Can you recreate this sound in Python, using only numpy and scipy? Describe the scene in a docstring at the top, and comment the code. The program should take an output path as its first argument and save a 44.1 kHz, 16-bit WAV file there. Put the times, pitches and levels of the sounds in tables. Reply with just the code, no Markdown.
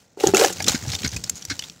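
"""Under quiet open air, coloured noise, a heavy fruit bunch drops through dead fronds on a palm trunk.
Dry leaf crackles as a crowd of tiny fractures, hollow stalks knock as short decaying modes, and twigs
and leaf ribs snap in bursts of fractures that ring the broken piece, on through the whole scene.
The bunch lands, bounces and rolls away: low thuds and rumble, crunching and rustling litter, knocks
on a woody stem, and a clatter of fruits at three landings. A short scatter of echoes follows it all."""
import sys
import numpy as np
from scipy import signal
from scipy.fft import rfft, irfft, next_fast_len
from scipy.io import wavfile

SR = 44100
rng = np.random.default_rng(int(sys.argv[2]) if len(sys.argv) > 2 else 0)


def generate_wav(sig):
    """Save sig (samples, or channels by samples) to the path in sys.argv[1] as 16-bit PCM at SR."""
    pcm = np.round(np.clip(np.atleast_2d(sig).T, -1, 1) * 32767).astype(np.int16)
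    wavfile.write(sys.argv[1], SR, pcm)


N = 79380
T = np.arange(N) / SR

# Shaking of the hanging fronds. Each row: time in seconds, leaf level in dB, stalk rattle level in dB.
SHAKE = [(0, -54.5, -90), (.165, -91, -90), (.175, -51, -47), (.197, -44.5, -36.5), (.204, -33.5, -37.5),
         (.265, -27, -26), (.295, -33, -30), (.315, -40.5, -46), (.336, -42.5, -53), (.355, -23, -20),
         (.415, -20, -26.5), (.452, -22, -19), (.475, -25, -31), (.505, -31.5, -35.5), (.54, -44, -47.5),
         (.6, -40.5, -50), (.7, -57, -71)]
# Tone colour of crushed dry litter. Each row: frequency in Hz, gain in dB.
LITTER = [(150, 1.5), (400, -4), (800, 0), (1100, -6), (1600, -5), (3000, -5.5), (4500, -2), (6800, 0.5),
          (8500, -7), (10500, -15.5), (15500, -13.5)]


def undb(db):
    """Decibels to gain."""
    return 10 ** (np.asarray(db) / 20)


def unit(x):
    """Scale to rms 1."""
    return x / np.sqrt(np.mean(x ** 2) + 1e-18)


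def add(out, s, x):
    """Mix x into out from time s in seconds."""
    i = int(s * SR)
    out[i:i + len(x)] += x[:len(out) - i]


def curve(table, column):
    """Gain over time, gliding in dB between the rows of one column."""
    rows = np.array(table)
    return undb(np.interp(T, rows[:, 0], rows[:, column]))


def colour(x, points, centre_hz=None):
    """Causal filter through (Hz, dB) points, with an optional broad resonance."""
    resonance_octaves, skirt_db = 0.51, -13.5  # width of the resonance; level far away from it
    size = next_fast_len(len(x) + 2048, real=True) // 2 * 2
    octave = np.log2(np.arange(size // 2 + 1) * SR / size + 1)
    rows = np.array(points)
    gain = undb(np.interp(octave, np.log2(rows[:, 0]), rows[:, 1]))
    if centre_hz:
        distance = (octave - np.log2(centre_hz)) / resonance_octaves
        gain = gain * (undb(skirt_db) + np.exp(-.5 * distance ** 2))
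    # fold the cepstrum forward in time: minimum phase, so nothing sounds ahead of its cause
    cepstrum = irfft(np.log(gain))
    cepstrum[1:size // 2] *= 2
    cepstrum[size // 2 + 1:] = 0
    return irfft(rfft(x, size) * np.exp(rfft(cepstrum)))[:len(x)]


def grains(n, rate, spread_db):
    """Tiny fractures at random moments, rate per second, with random signs and sizes, at rms 1."""
    when, sign, size = rng.random((3, n))
    happens = when < rate / SR
    size_db = spread_db * np.minimum(-np.log(1 - size), 4)  # capped exponential spread
    return unit(happens * np.sign(sign - .5) * undb(size_db))


def ring(hz, rise, t60):
    """One mode, pushed for a moment and then dying away."""
    t = T[:SR // 4]
    push = np.sin(np.pi / 2 * np.minimum(t / rise, 1)) ** 2
    decay = np.exp(-np.log(1000) * np.maximum(t - rise, 0) / t60)
    return push * decay * np.sin(2 * np.pi * hz * t)


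def ping(hz, t60):
    """A freely dying sine."""
    t = T[:SR // 10]
    return np.sin(2 * np.pi * hz * t) * undb(-60 * t / t60)


def excite(x, hz, t60):
    """One resonance driven by x, at rms 1."""
    return unit(signal.fftconvolve(x, ping(hz, t60))[:len(x)])


def burst(length, release, rate, spread_db):
    """A bunch of fractures that sags a little over its length and then dies out."""
    t = T[:SR // 10]
    envelope = np.exp(-np.maximum(t - length, 0) / release - .5 * np.minimum(t / length, 1))
    return envelope * grains(len(t), rate, spread_db)


def held(x, db, length):
    """Scale a burst to the energy of that level held for that length."""
    return undb(db) * x * np.sqrt(length * SR / np.sum(x ** 2))


def flutter():
    """A gain that jumps each time the leaf lets go and quickly falls back to a steady rustle."""
    fits_per_s, release_s, steady_db = 260, .0025, -2.5
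    jumps = grains(N, fits_per_s, spread_db=1.8) ** 2
    power = signal.lfilter([1], [1, -np.exp(-2 / (release_s * SR))], jumps)
    return np.sqrt(power / np.mean(power) + undb(steady_db) ** 2)


def crackle(points, rate, spread_db, shred_db, shred_rate, count=28):
    """Dry leaf: fine fractures mixed with ticks of shreds that each have their own pitch."""
    low_hz, high_hz, shred_t60_s = 1247, 8080, 0.016
    pitches = low_hz + (high_hz - low_hz) * (np.arange(count) + rng.random(count)) / count
    shreds = sum(excite(grains(N, shred_rate, spread_db=2.5), hz, shred_t60_s) for hz in pitches)
    leaf = grains(N, rate, spread_db) + undb(shred_db) * unit(shreds)
    return unit(flutter() * colour(leaf, points))


def breaks(table, release, rate, spread_db, piece_db):
    """Dry fibres give way in a burst of fractures that sets the broken piece ringing."""
    # Tone colour of breaking fibre. 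Each row: frequency in Hz, gain in dB.
    fibre = [(100, -20), (400, -9), (800, -5), (1600, 2), (4000, -0.5), (7200, 3), (8800, -7), (11000, -3),
             (15500, -9)]
    first_crack_db, piece_t60_s = -3, .018
    out = np.zeros(N)
    for s, db, hz, length, piece_hz in table:
        cracks = burst(length, release, rate, spread_db)
        cracks[0] += undb(first_crack_db)  # the fracture that starts the burst
        piece = undb(piece_db) * excite(cracks, piece_hz, piece_t60_s)
        add(out, s, held(unit(colour(cracks, fibre, hz)) + piece, db, length))
    return out


def air():
    """Quiet open air: steady noise, strongest in the low and middle range."""
    # Tone colour of the air. Each row: frequency in Hz, gain in dB.
    air_colour = [(30, -29), (168, -1), (360, -7), (505, -2), (830, -6), (996, -13), (1870, -12),
                  (2990, -21), (7080, -19), (8720, -60)]
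    level_db = -64.5
    return undb(level_db) * unit(colour(rng.standard_normal(N), air_colour))


def leaves():
    """Dead fronds crackle as they are shaken."""
    # Tone colour of hanging leaf. Each row: frequency in Hz, gain in dB.
    leaf_colour = [(100, -6), (300, 5.5), (700, -3.5), (1100, 1), (1700, -4), (3000, -1.5), (4500, -2),
                   (6800, -0.5), (8500, -3), (10500, -6.5), (15500, -9.5)]
    return curve(SHAKE, column=1) * crackle(leaf_colour, rate=9600, spread_db=3, shred_db=-0.5, shred_rate=190)


def stalks():
    """The bunch strikes hollow stalks, each a set of decaying modes, amid a rattle of small contacts."""
    # Knocks, deep on the hollow stalks and high on the thin.
    # Each row: start in seconds, pitch in Hz, level in dB, rise in seconds, t60 in seconds.
    knocks = [(.172, 402, -26.5, 0.0033, 0.048), (.2335, 839, -14.5, 0.0069, 0.048),
              (.2354, 405, -2, 0.0066, 0.026), (.261, 355, -10.5, 0.014, 0.04),
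              (.283, 391, -14.5, 0.0037, 0.12), (.336, 380, -3.5, 0.0032, 0.11),
              (.345, 438, -20, 0.008, 0.051), (.346, 1356, -14, 0.0034, 0.017),
              (.3465, 2670, -10, 0.0031, .022), (.3925, 436, -10.5, 0.0078, 0.062),
              (.410, 440, -8, 0.0047, 0.033), (.418, 581, -10.5, 0.002, 0.13),
              (.432, 506, -12.5, 0.0053, 0.027), (.4435, 737, -8.5, 0.0036, 0.019),
              (.455, 355, -18.5, 0.0054, 0.08), (.499, 360, -24, 0.0062, 0.033),
              (.680, 527, -17, 0.003, 0.02)]
    # Modes of a stalk. Each row: multiple of the pitch, level in dB, share of the knock's t60.
    modes = [(1, -0.5, 0.87), (1.3, -18.5, 0.86), (1.95, -15.5, 0.62), (2.2, -16, 0.83), (3.45, -23, 0.77),
             (4.4, -54, 0.76)]
    # Tone colour of the rattling stalks. Each row: frequency in Hz, gain in dB.
    rattle_colour = [(150, -31.5), (280, -10.5), (350, 4.5), (450, 3), (570, 2.5), (640, -14.5), (760, 3),
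                     (1000, -21.5), (2000, -22), (5000, -82)]
    out = np.zeros(N)
    for s, hz, db, rise, t60 in knocks:
        for multiple, mode_db, share in modes:
            mode_rise = rise * min(1, 1 / multiple)  # higher modes speak sooner
            add(out, s, undb(db + mode_db) * ring(hz * multiple, mode_rise, t60 * share))
    rattle = unit(colour(grains(N, rate=1000, spread_db=6), rattle_colour))
    return out + curve(SHAKE, column=2) * rattle


def snaps():
    """Twigs and leaf ribs snap: very short, dense bursts of fractures."""
    # Each row: start in seconds, level in dB, centre in Hz, length in seconds, pitch of the piece in Hz.
    snap_rows = [(.2005, -33, 3800, 0.0087, 2870), (.2712, -9.5, 5640, 0.0026, 6820),
                 (.3465, -15, 7500, 0.0031, 6800), (.369, -8.5, 6860, 0.0018, 7240),
                 (.3695, -16, 2320, 0.0027, 2370), (.377, -20, 6440, 0.004, 6400),
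                 (.4125, -13.5, 2060, 0.0016, 1730), (.4125, -17, 6650, 0.002, 5400),
                 (.437, -17.5, 3400, 0.0022, 3790), (.4455, -17, 1830, 0.0059, 1760),
                 (.447, -11, 5800, 0.00095, 6500), (.460, -12, 5400, 0.00069, 6170),
                 (.526, -29.5, 7400, 0.0093, 7060), (.602, -27, 4600, 0.0048, 4900),
                 (.623, -24.5, 6850, 0.0055, 5740), (.6425, -21.5, 4940, 0.0033, 3560),
                 (.6655, -24, 5300, 0.0039, 5350), (.6815, -10.5, 5440, .0055, 4090),
                 (.757, -25, 2080, 0.0017, 1570), (.881, -29.5, 5270, 0.0041, 5940),
                 (.8955, -32, 4800, .004, 4200), (.902, -23.5, 4900, 0.0013, 4050),
                 (.9175, -27, 4540, 0.0096, 5170), (.933, -27, 3920, 0.006, 2410),
                 (.9445, -27, 4800, 0.0038, 5800), (.9502, -20, 4500, 0.0045, 3660),
                 (1.0315, -30, 3330, 0.0045, 4000), (1.0625, -23, 2540, 0.0017, 2250),
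                 (1.075, -24, 5370, 0.0058, 6480), (1.09, -32, 5500, 0.004, 6100),
                 (1.116, -34, 5500, 0.0087, 6100), (1.1435, -33, 5600, 0.003, 6200),
                 (1.1635, -24, 5630, 0.0056, 2570), (1.239, -23, 5900, 0.0043, 5480),
                 (1.296, -14, 7260, 0.003, 7450), (1.4228, -32.5, 4350, 0.0045, 5900),
                 (1.4513, -22.5, 7040, 0.0016, 5900), (1.5922, -22, 4400, 0.0045, 3010),
                 (1.623, -29, 2630, 0.0027, 3400), (1.6375, -32, 3660, 0.006, 3720),
                 (1.698, -28.5, 3980, 0.0012, 5650)]
    return breaks(snap_rows, release=.0012, rate=12000, spread_db=1.5, piece_db=-3.5)


def ground():
    """Dull thuds and rumble of the tumbling bunch, and litter rustling under it."""
    # Thuds of the bunch's weight. Each row: start in seconds, pitch in Hz, level in dB, t60 in seconds.
    thuds = [(0.266, 147, -19, 0.083), (0.282, 125, -15.5, 0.011), (.338, 211, -21.5, 0.15),
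             (0.499, 180, -33.5, 0.17), (0.617, 101, -28.5, 0.076), (0.671, 230, -25.5, 0.041),
             (0.701, 71.6, -23, 0.06), (.7425, 239, -12.5, 0.019), (0.7548, 205, -17, 0.01),
             (0.776, 74, -36, 0.32), (0.827, 99.5, -28, 0.17), (0.872, 119, -18.5, 0.073),
             (.894, 97, -19, 0.067), (0.937, 92, -26, 0.16), (1.044, 180, -13.5, 0.011),
             (1.056, 120, -20, 0.031), (1.062, 70.4, -24.5, 0.16), (1.125, 99, -27, 0.24),
             (1.16, 68.4, -23.5, 0.072), (1.481, 93, -33.5, 0.31), (1.508, 281, -26.5, 0.061),
             (1.521, 99, -25.5, 0.047)]
    # The bunch scuffing over the ground. Each row: time in seconds, litter level in dB, rumble level in dB.
    roll = [(0, -65.5, -65.5), (.17, -66.5, -63), (.29, -74, -28), (.4, -54, -49), (.55, -40.5, -46),
            (.655, -39, -32.5), (.685, -21, -27.5), (.75, -30.5, -62), (.785, -39, -48), (.87, -36.5, -37),
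            (.935, -35, -42), (.975, -38, -40.5), (1.06, -34, -32), (1.1, -43, -53), (1.165, -39.5, -36.5),
            (1.215, -44.5, -44), (1.26, -40.5, -46.5), (1.335, -46.5, -42), (1.39, -43, -53.5),
            (1.47, -49, -48), (1.53, -41.5, -57), (1.575, -47, -47.5), (1.64, -42, -49), (1.73, -52.5, -52),
            (1.8, -76, -58)]
    # Tone colour of the rumble. Each row: frequency in Hz, gain in dB.
    rumble_colour = [(25, -14), (48, -7), (66, -4), (110, -2), (200, -3), (300, -10), (500, -16.5),
                     (1500, -68.5)]
    rise_s, overtone_ratio, overtone_db = 0.0045, 1.636, -11.5
    out = np.zeros(N)
    for s, hz, db, t60 in thuds:
        overtone = undb(overtone_db) * ring(hz * overtone_ratio, rise_s, t60 / 2)
        add(out, s, undb(db) * (ring(hz, rise_s, t60) + overtone))
    rumble = unit(colour(grains(N, rate=550, spread_db=-1.5), rumble_colour))
    litter = crackle(LITTER, rate=5500, spread_db=1.5, shred_db=-5.5, shred_rate=78)
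    return out + curve(roll, column=2) * rumble + curve(roll, column=1) * litter


def crunches():
    """Crushed litter crunches: sparser fractures that die out more slowly than a snap."""
    # Each row: start in seconds, level in dB, centre in Hz, length in seconds, pitch of the piece in Hz.
    crunch_rows = [(.337, -27.5, 2230, 0.011, 810), (.394, -16.5, 3580, 0.0015, 1640),
                   (.673, -28, 3100, 0.028, 1300), (.989, -31, 3730, 0.0066, 4430),
                   (1.128, -35.5, 3220, 0.012, 1650), (1.3555, -37.5, 6400, 0.025, 6900)]
    return breaks(crunch_rows, release=0.0068, rate=4600, spread_db=3.0, piece_db=-5)


def stem():
    """Knocks on a woody stem lying on the ground; a longer contact weakens the high modes."""
    # Each row: start in seconds, level in dB, contact time in seconds.
    stem_knocks = [(.603, -24, .0001), (.852, -34.5, 0.0012), (.934, -32.5, 0.0013)]
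    # Modes of the stem. Each row: frequency in Hz, level in dB, t60 in seconds.
    modes = [(644, -3, 0.061), (763, 0, 0.041), (846, -11, 0.12), (1670, -1.5, .035), (2170, 3, 0.02),
             (2360, 2, 0.016), (2820, -10, .02)]
    rise_s = .002
    out = np.zeros(N)
    for s, db, contact in stem_knocks:
        for hz, mode_db, t60 in modes:
            softening = 1 + (hz * contact / 2) ** 4
            add(out, s, undb(db + mode_db) / softening * ring(hz, rise_s, t60))
    return out


def fruits():
    """Hard fruits clatter together at landings, each resonance struck by its own contacts."""
    # Each row: start in seconds, level in dB, length in seconds.
    clatters = [(.746, -22, 0.0057), (1.046, -20, 0.0067), (1.4988, -24, 0.018)]
    # Resonances of the fruits. Each row: frequency in Hz, level in dB.
    resonances = [(1540, 12), (1640, 4.5), (1880, 3), (2180, 9.5), (2600, 1.5), (4200, 8.5), (4950, 4),
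                  (5600, 5), (6600, -15)]
    release_s, fruit_t60_s = 0.01, .024
    crackle_hz, crackle_db = 4200, -1.5
    low_hz = 1150  # small fruits radiate little below this
    low_cut = signal.butter(2, low_hz, "high", fs=SR, output="sos")
    out = np.zeros(N)
    for s, db, length in clatters:
        contacts = [burst(length, release_s, rate=780, spread_db=1.5) for _ in resonances]
        shells = sum(undb(d) * excite(x, hz, fruit_t60_s) for x, (hz, d) in zip(contacts, resonances))
        shells = unit(signal.sosfilt(low_cut, shells))
        contact_crackle = undb(crackle_db) * unit(colour(sum(contacts), LITTER, crackle_hz))
        add(out, s, held(shells + contact_crackle, db, length))
    return out


def scatter(dry):
    """A short scatter of echoes: a swiftly rising, decaying noise tail on every sound of the bunch."""
    level_db, t60_s, rise_s = -18, .055, 0.0039
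    t = T[:SR // 2]
    echoes = rng.standard_normal(len(t)) * undb(-60 * t / t60_s) * np.minimum(t / rise_s, 1)
    echoes /= np.sqrt(np.sum(echoes ** 2))
    return undb(level_db) * signal.fftconvolve(dry, echoes)[:N]


def scene():
    """All sources, their scattered echoes and the open air."""
    dry = leaves() + stalks() + snaps() + ground() + crunches() + stem() + fruits()
    return (dry + scatter(dry) + air())[None]


def record(dry):
    """Thins the deep bass, clips at full scale and cuts the top of the treble."""
    low_cut_hz, top_hz = 57.6, 15700
    x = signal.sosfilt(signal.butter(2, low_cut_hz, "high", fs=SR, output="sos"), dry)
    treble_cut = signal.ellip(10, .2, 70, top_hz, fs=SR, output="sos")
    return signal.sosfilt(treble_cut, np.clip(x, -1, 1))


dry = scene()
out = record(dry)
generate_wav(out)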